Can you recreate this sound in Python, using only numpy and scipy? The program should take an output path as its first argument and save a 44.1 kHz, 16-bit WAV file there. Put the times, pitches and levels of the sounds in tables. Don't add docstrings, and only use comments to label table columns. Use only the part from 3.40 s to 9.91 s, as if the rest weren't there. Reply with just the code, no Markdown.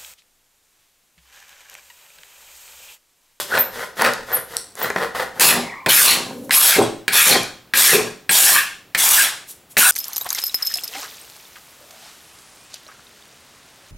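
import sys
import numpy as np
from scipy import signal
from scipy.fft import rfft, irfft, next_fast_len
from scipy.io import wavfile
from scipy.ndimage import uniform_filter1d

SR = 44100
rng = np.random.default_rng(int(sys.argv[2]) if len(sys.argv) > 2 else 0)


def transcribe(signal):
    frames = np.atleast_2d(signal).T
    limited = np.clip(frames, -1, 1)
    pcm = np.round(limited * 32767).astype(np.int16)
    wavfile.write(sys.argv[1], SR, pcm)


N = 287091
TIME = np.arange(N) / SR


def gain_of(db):
    return 10 ** (np.asarray(db) / 20)


def unit_rms(x):
    return x / np.sqrt(np.mean(x ** 2) + 1e-20)


def curve_at(points, hz):
    point_hz, value = np.transpose(points)
    return np.interp(np.log(hz + 1), np.log(point_hz + 1), value)


def add(mix, start_s, sound):
    part = mix[max(round(start_s * SR), 0):][:len(sound)]
    part += sound[:len(part)]


def wander(cutoff_hz, count=N):
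    size = next_fast_len(count, real=True)
    rolloff = 1 + (np.fft.rfftfreq(size, 1 / SR) / cutoff_hz) ** 4
    return unit_rms(irfft(rfft(rng.standard_normal(size)) / rolloff, size)[:count])


def radiate(force, spectrum, modes=()):
    hz = np.fft.rfftfreq(2 ** 13, 1 / SR)
    log_gain = np.log(gain_of(curve_at(spectrum, hz)))
    mirrored = np.r_[log_gain, log_gain[-2:0:-1]]
    broad = np.exp(np.conj(signal.hilbert(mirrored)))[:len(hz)]
    peaks = sum(gain_of(db) / (1 + 2j * (hz - mode_hz) / width) for mode_hz, width, db in modes)
    response = irfft(broad * (1 + peaks))
    return signal.oaconvolve(force, response / np.linalg.norm(response))[:N]


def slips(per_s, spread_db, clump_db, clump_hz):
    size = gain_of(spread_db * np.minimum(rng.exponential(1, N), 4) + clump_db * wander(clump_hz))
    return unit_rms(size * rng.choice([-1, 1], N) * (rng.random(N) < per_s / SR))


def pushes(rows, level_column, steepness, release_s):
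    force = np.zeros(N)
    for row in rows:
        touch, build, hold = row[:3]
        t = TIME - touch
        bite = np.clip(t / build, 0, 1) ** steepness
        release = np.exp(-np.maximum(t - build - hold, 0) / release_s)
        force += gain_of(row[level_column]) * bite * release
    return force


# (frequency [Hz], bandwidth [Hz], level over the broad response [dB])
BOARD_MODES = [(187, 51, 11.5), (242.5, 7.6, 15.5), (351, 12.4, 2.5), (391, 120, -0.5), (460, 21, 1),
               (526, 34, 1), (777, 28, -3), (943, 51, -7.5), (1041.3, 15, 2.5), (1266, 60, -2.5),
               (1450, 98, -0.5), (1848, 140, -6.5)]
BLADE_MODES = [(1700, 310, -5), (2460, 540, -6), (3320, 180, -11.5), (4530, 47, -15), (5540, 310, -3),
               (8850, 41, -16.5), (9700, 62, -17), (12150, 46, 3)]
# (frequency [Hz], relative level [dB])
CRUNCH_SPECTRUM = [(30, -45), (60, -18), (155, -18.5), (284, -13.5), (480, 1), (700, -0.5), (1120, -1),
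                   (1500, 0.5), (2000, 0.5), (2700, -16.5), (4200, -17.5), (9000, -35.5)]
CRUMB_SPECTRUM = [(1500, -19), (3000, 0), (5000, -2), (8000, -5.5), (13000, -3), (16000, -14)]
CLACK_SPECTRUM = [(200, -9.5), (900, -6.5), (1700, 9.5), (2400, 5.5), (3200, 0), (4300, 0.5), (6000, -11),
                  (8400, -6), (12000, -15), (16000, -9.5)]
# (time [s], build-up [s], hold [s], relative crunch level [dB], relative crumb level [dB])
PARING_PUSHES = [(-0.02, 0.011, 0.0044, -20.5, -19), (0.071, 0.081, 0.033, -16.5, -30.5),
                 (0.303, 0.079, 0.058, -29, -35.5), (0.554, 0.079, .03, -14, -28),
                 (0.848, 0.078, 0.051, -25, -36.5), (1.073, 0.05, 0.049, -34.5, -39.5),
                 (1.356, 0.07, 0.034, -20, -32), (1.539, 0.044, 0.064, -21.5, -38.5),
                 (1.741, .016, 0.069, -20.5, -35), (1.935, 0.048, .2, -34, -43)]


def paring():
    force = pushes(PARING_PUSHES, level_column=3, steepness=1.49, release_s=0.013)
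    crunch = slips(per_s=2200, spread_db=4.5, clump_db=2, clump_hz=69) * force
    crumbling = pushes(PARING_PUSHES, level_column=4, steepness=0.72, release_s=0.027)
    crumbs = slips(per_s=5900, spread_db=2.5, clump_db=0.6, clump_hz=70) * crumbling
    return (gain_of(-1) * radiate(crunch, CRUNCH_SPECTRUM, BOARD_MODES)
            + gain_of(10.5) * radiate(crunch * force, CLACK_SPECTRUM, BLADE_MODES)
            + gain_of(-2) * radiate(crumbs, CRUMB_SPECTRUM))


def swells(rows):
    return sum(gain_of(db) * np.exp(-((TIME - centre) / half_width) ** 2)
               for centre, db, half_width in rows)


# (frequency [Hz], relative level [dB])
HISS_SPECTRUM = [(1500, -21), (3500, -2.5), (5500, -3), (7000, 3), (8200, 4), (9200, 2.5), (10200, 6.5),
                 (11400, 6.5), (12200, 4), (13200, 3.5), (14500, 1), (15800, -4), (17000, -25)]
# (time [s], relative level [dB], half-width [s])
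BRUSH_TOUCHES = [(0.0, -37, 0.014), (2.947, -51, 0.25), (3.05, -48, 0.0078), (6.104, -34.5, 0.023),
                 (6.318, -43, 0.018)]


def brushes():
    return radiate(swells(BRUSH_TOUCHES) * rng.standard_normal(N), HISS_SPECTRUM, BLADE_MODES)


def friction_tones(rows, jitter_rate_hz):
    tones, t = np.zeros(N), TIME[:SR // 2]
    for start, length, first_hz, last_hz, db, jitter_hz in rows:
        progress = np.minimum(t / length, 1)
        pitch = first_hz * (last_hz / first_hz) ** progress
        jitter = jitter_hz * np.sqrt(pitch / 1000) * wander(jitter_rate_hz, count=len(t))
        wave = np.sin(2 * np.pi * np.cumsum(pitch + jitter) / SR)
        flutter = gain_of(3 * wander(cutoff_hz=120, count=len(t)))
        arch = np.sin(np.pi * progress ** 0.62) ** 2
        add(tones, start, gain_of(db) * arch * unit_rms(wave * flutter))
    return tones


# (time [s], duration [s],
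# first frequency [Hz], last frequency [Hz], relative level [dB], rms jitter referred to 1 kHz [Hz])
CHATTER_GLIDES = [(.11, 0.11, 1585, 1474, -16, 169), (.635, 0.071, 1576, 1450, -14, 184),
                  (2.23, 0.37, 1002, 1102, -38.5, 109), (2.24, 0.23, 2040, 2226, -34.5, 102),
                  (2.78, 0.55, 249, 284.6, -35.5, 60), (2.86, 0.52, 482, 559, -39, 69.3),
                  (3.378, 0.081, 383, 360, -9, 76), (3.88, 0.13, 4400, 4300, -18, 186),
                  (4.519, 0.13, 435.5, 427, -14, 65.6), (5.15, 0.094, 1676, 1564, -13.5, 86),
                  (5.765, 0.1, 1819, 1410, -14.5, 86), (6.4, .16, 1504, 1430, 1.5, 69)]
SQUEAL_GLIDES = [(0.185, 0.058, 14150, 12630, -9, 151), (0.924, .065, 14840, 8240, -15, 91),
                 (1.386, 0.036, 15900, 15200, -32, 70), (1.427, 0.023, 15100, 12800, -18, 81),
                 (3.152, 0.062, 11300, 11540, 2.5, 40.2), (3.415, 0.039, 8300, 8100, -27, 80),
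                 (4.894, .026, 8460, 8450, -14, 40), (6.386, 0.4, 8870, 8400, 0.5, 45)]


def chatter_and_squeals():
    squeals = friction_tones(SQUEAL_GLIDES, jitter_rate_hz=480)
    chatter = friction_tones(CHATTER_GLIDES, jitter_rate_hz=130)
    return gain_of(-1) * chatter + gain_of(-0.5) * squeals


def blows(rows, level_column, decay_s):
    force, t = np.zeros(N), TIME[:SR // 8]
    for row in rows:
        burst = rng.choice([-1, 1], len(t)) * np.exp(-t / decay_s)
        add(force, row[0], gain_of(row[level_column]) * burst)
    return force


# (frequency [Hz], relative level [dB])
SNAP_SPECTRUM = [(1000, -47), (3500, 7.5), (7500, 11), (11000, 12.5), (16000, -4)]
# (time [s], relative crack level [dB], relative knock level [dB])
BEAD_SNAPS = [(0.6205, 1, 2), (0.736, -8.5, -42), (1.168, -1, -45), (1.354, -23, -37), (1.502, -16, -9),
              (1.561, -34, -6), (1.998, 1, -24), (3.0945, -25, -21.5), (4.0326, -15, -26)]


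def snaps():
    crack = radiate(blows(BEAD_SNAPS, level_column=1, decay_s=0.00052), SNAP_SPECTRUM)
    knock = radiate(blows(BEAD_SNAPS, level_column=2, decay_s=0.0049), CRUNCH_SPECTRUM, BOARD_MODES)
    return gain_of(-1) * crack + gain_of(-2) * knock


# (frequency [Hz], relative level [dB])
BOARD_SPECTRUM = [(25, -55.5), (60, -20.5), (120, -9), (180, -11), (250, -6.5), (340, -2), (520, -1.5),
                  (750, 2.5), (1300, -9), (3000, -55)]
# (landing time [s], wait before the pull [s], pull duration [s],
# clack level [dB], thud level [dB], hiss level [dB], rasp level [dB])
LONG_STROKES = [(1.9964, 0, 0.094, -14, -37.5, -8, -10), (2.4614, 0.02, 0.23, -10, -21.5, -10, -11.5),
                (3.1081, 0.00024, 0.21, -0.5, -49, -6, -10), (3.68, 0.038, 0.18, 7.5, -23, -6.5, -8.5),
                (4.337, .001, 0.18, 2, -29.5, -7, -10.5), (4.893, 0.0074, 0.28, -7, -35, -13, -16.5),
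                (5.5479, .02, 0.28, -8, -37, -14, -18), (6.3686, 0, 0.32, 4.5, -19.5, 2.5, -2)]


def landings():
    clack = radiate(blows(LONG_STROKES, level_column=3, decay_s=0.0083), CLACK_SPECTRUM, BLADE_MODES)
    thud = radiate(blows(LONG_STROKES, level_column=4, decay_s=0.023), BOARD_SPECTRUM, BOARD_MODES)
    return gain_of(-1) * clack + gain_of(7.5) * thud


def pulls(level_column, skim_db, fall_db_per_s, rise_s=0.015):
    envelope = np.zeros(N)
    for row in LONG_STROKES:
        landing, wait, length = row[:3]
        t = np.maximum(TIME - landing - wait, 0)
        speed = np.sin(np.pi * np.minimum(t / length, 1))
        level_db = row[level_column] + skim_db * speed - fall_db_per_s * np.maximum(t - length, 0)
        envelope += np.minimum(t / rise_s, 1) * gain_of(level_db)
    return envelope


def moving_contact(force, depth_db):
    spectra = signal.stft(force, nperseg=512, noverlap=384)[2]
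    patch = np.outer(np.hanning(8), np.hanning(32))
    patches = unit_rms(signal.fftconvolve(rng.standard_normal(spectra.shape), patch, "same"))
    shaded = spectra * gain_of(depth_db * patches)
    return unit_rms(signal.istft(shaded, nperseg=512, noverlap=384)[1][:N])


# (frequency [Hz], relative level [dB])
RASP_SPECTRUM = [(200, -29), (600, -9.5), (1100, -1.5), (1650, -1), (2400, -2), (2900, -2), (3500, -0.5),
                 (5000, -6), (9000, -21.5)]
# (time [s], relative level [dB], half-width [s])
GLUE_RIDGES = [(2.13, -26.5, 0.12), (2.76, -34.5, 0.18), (3.405, -13, 0.031), (3.93, -20, 0.06),
               (4.58, -26.5, 0.081), (5.13, -41, 0.041)]


def scraping():
    hiss = moving_contact(slips(per_s=16000, spread_db=2, clump_db=2, clump_hz=200), depth_db=2.5)
    rasp = moving_contact(slips(per_s=5000, spread_db=2, clump_db=1.5, clump_hz=120), depth_db=4)
    judder = slips(per_s=900, spread_db=0.4, clump_db=3.3, clump_hz=60)
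    slide = pulls(level_column=5, skim_db=5, fall_db_per_s=330)
    drag = pulls(level_column=6, skim_db=0.5, fall_db_per_s=161)
    shake = gain_of(-29.5) * drag + swells(GLUE_RIDGES)
    return (gain_of(-3.7) * radiate(hiss * slide, HISS_SPECTRUM, BLADE_MODES)
            + gain_of(-2.5) * radiate(rasp * drag, RASP_SPECTRUM, BLADE_MODES)
            + gain_of(1.5) * radiate(judder * shake, BOARD_SPECTRUM, BOARD_MODES))


# (frequency [Hz], reverberation time [s])
ROOM_T60 = [(150, 0.63), (400, 0.44), (1000, 0.41), (2800, 0.41), (7300, 0.45), (15000, 0.21)]
# (frequency [Hz], side level relative to mid [dB])
SIDE_LEVELS = [(100, -17), (400, -7.5), (1200, -12), (4000, -13.5), (11000, -11), (15000, -15)]


def room(dry, wet_db):
    onset = np.clip(TIME[:SR] / 0.006, 0, 1) ** 2
    echoes = rng.standard_normal((2, SR)) * (rng.random((2, SR)) < 5000 / SR) * onset
    hz, t, spectra = signal.stft(echoes, SR, nperseg=256)
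    spectra[1] *= gain_of(curve_at(SIDE_LEVELS, hz))[:, None]
    decay = gain_of(-60 * t / curve_at(ROOM_T60, hz)[:, None])
    tails = signal.istft(spectra * decay, SR, nperseg=256)[1]
    tails /= np.linalg.norm(tails[0])
    mid, side = gain_of(wet_db) * signal.fftconvolve(dry[None], tails, axes=1)[:, :N]
    return dry + mid + np.array([side, -side])


# (frequency [Hz], relative level [dB])
AMBIENT_SPECTRUM = [(25, -21.5), (100, -5.5), (400, -7.5), (1000, -14), (3000, -18), (8000, -27.5),
                    (16000, -22.5)]


def ambience():
    return gain_of(-52) * radiate(rng.standard_normal(N), AMBIENT_SPECTRUM)


def scene():
    far = room(paring(), wet_db=-4.5)
    near = room(scraping() + landings() + snaps() + chatter_and_squeals() + brushes(), wet_db=-8)
    return far * gain_of([[0.4], [-0.4]]) + near * gain_of([[0.15], [-0.15]]) + ambience()


def limiter(x, ceiling_db, recovery_db_per_s):
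    sensed = signal.sosfilt(signal.butter(1, 550, "highpass", fs=SR, output="sos"), x)
    power = uniform_filter1d((sensed ** 2).mean(0), size=100)
    power_db = 10 * np.log10(abs(power) + 1e-12)
    recovery_db = TIME * recovery_db_per_s
    peak_db = np.maximum.accumulate(power_db + recovery_db) - recovery_db
    excess_db = np.maximum(peak_db - ceiling_db, 0)
    return x / gain_of(uniform_filter1d(excess_db, size=30))


def record(dry):
    held = limiter(gain_of(-0.5) * dry, ceiling_db=-10, recovery_db_per_s=136)
    rounded = held / (1 + held ** 4) ** (1 / 4)
    lowpass = signal.firwin(511, 16000, window=("kaiser", 9), fs=SR)
    return signal.oaconvolve(rounded, lowpass[None], "same")


dry = scene()
out = record(dry)
transcribe(out)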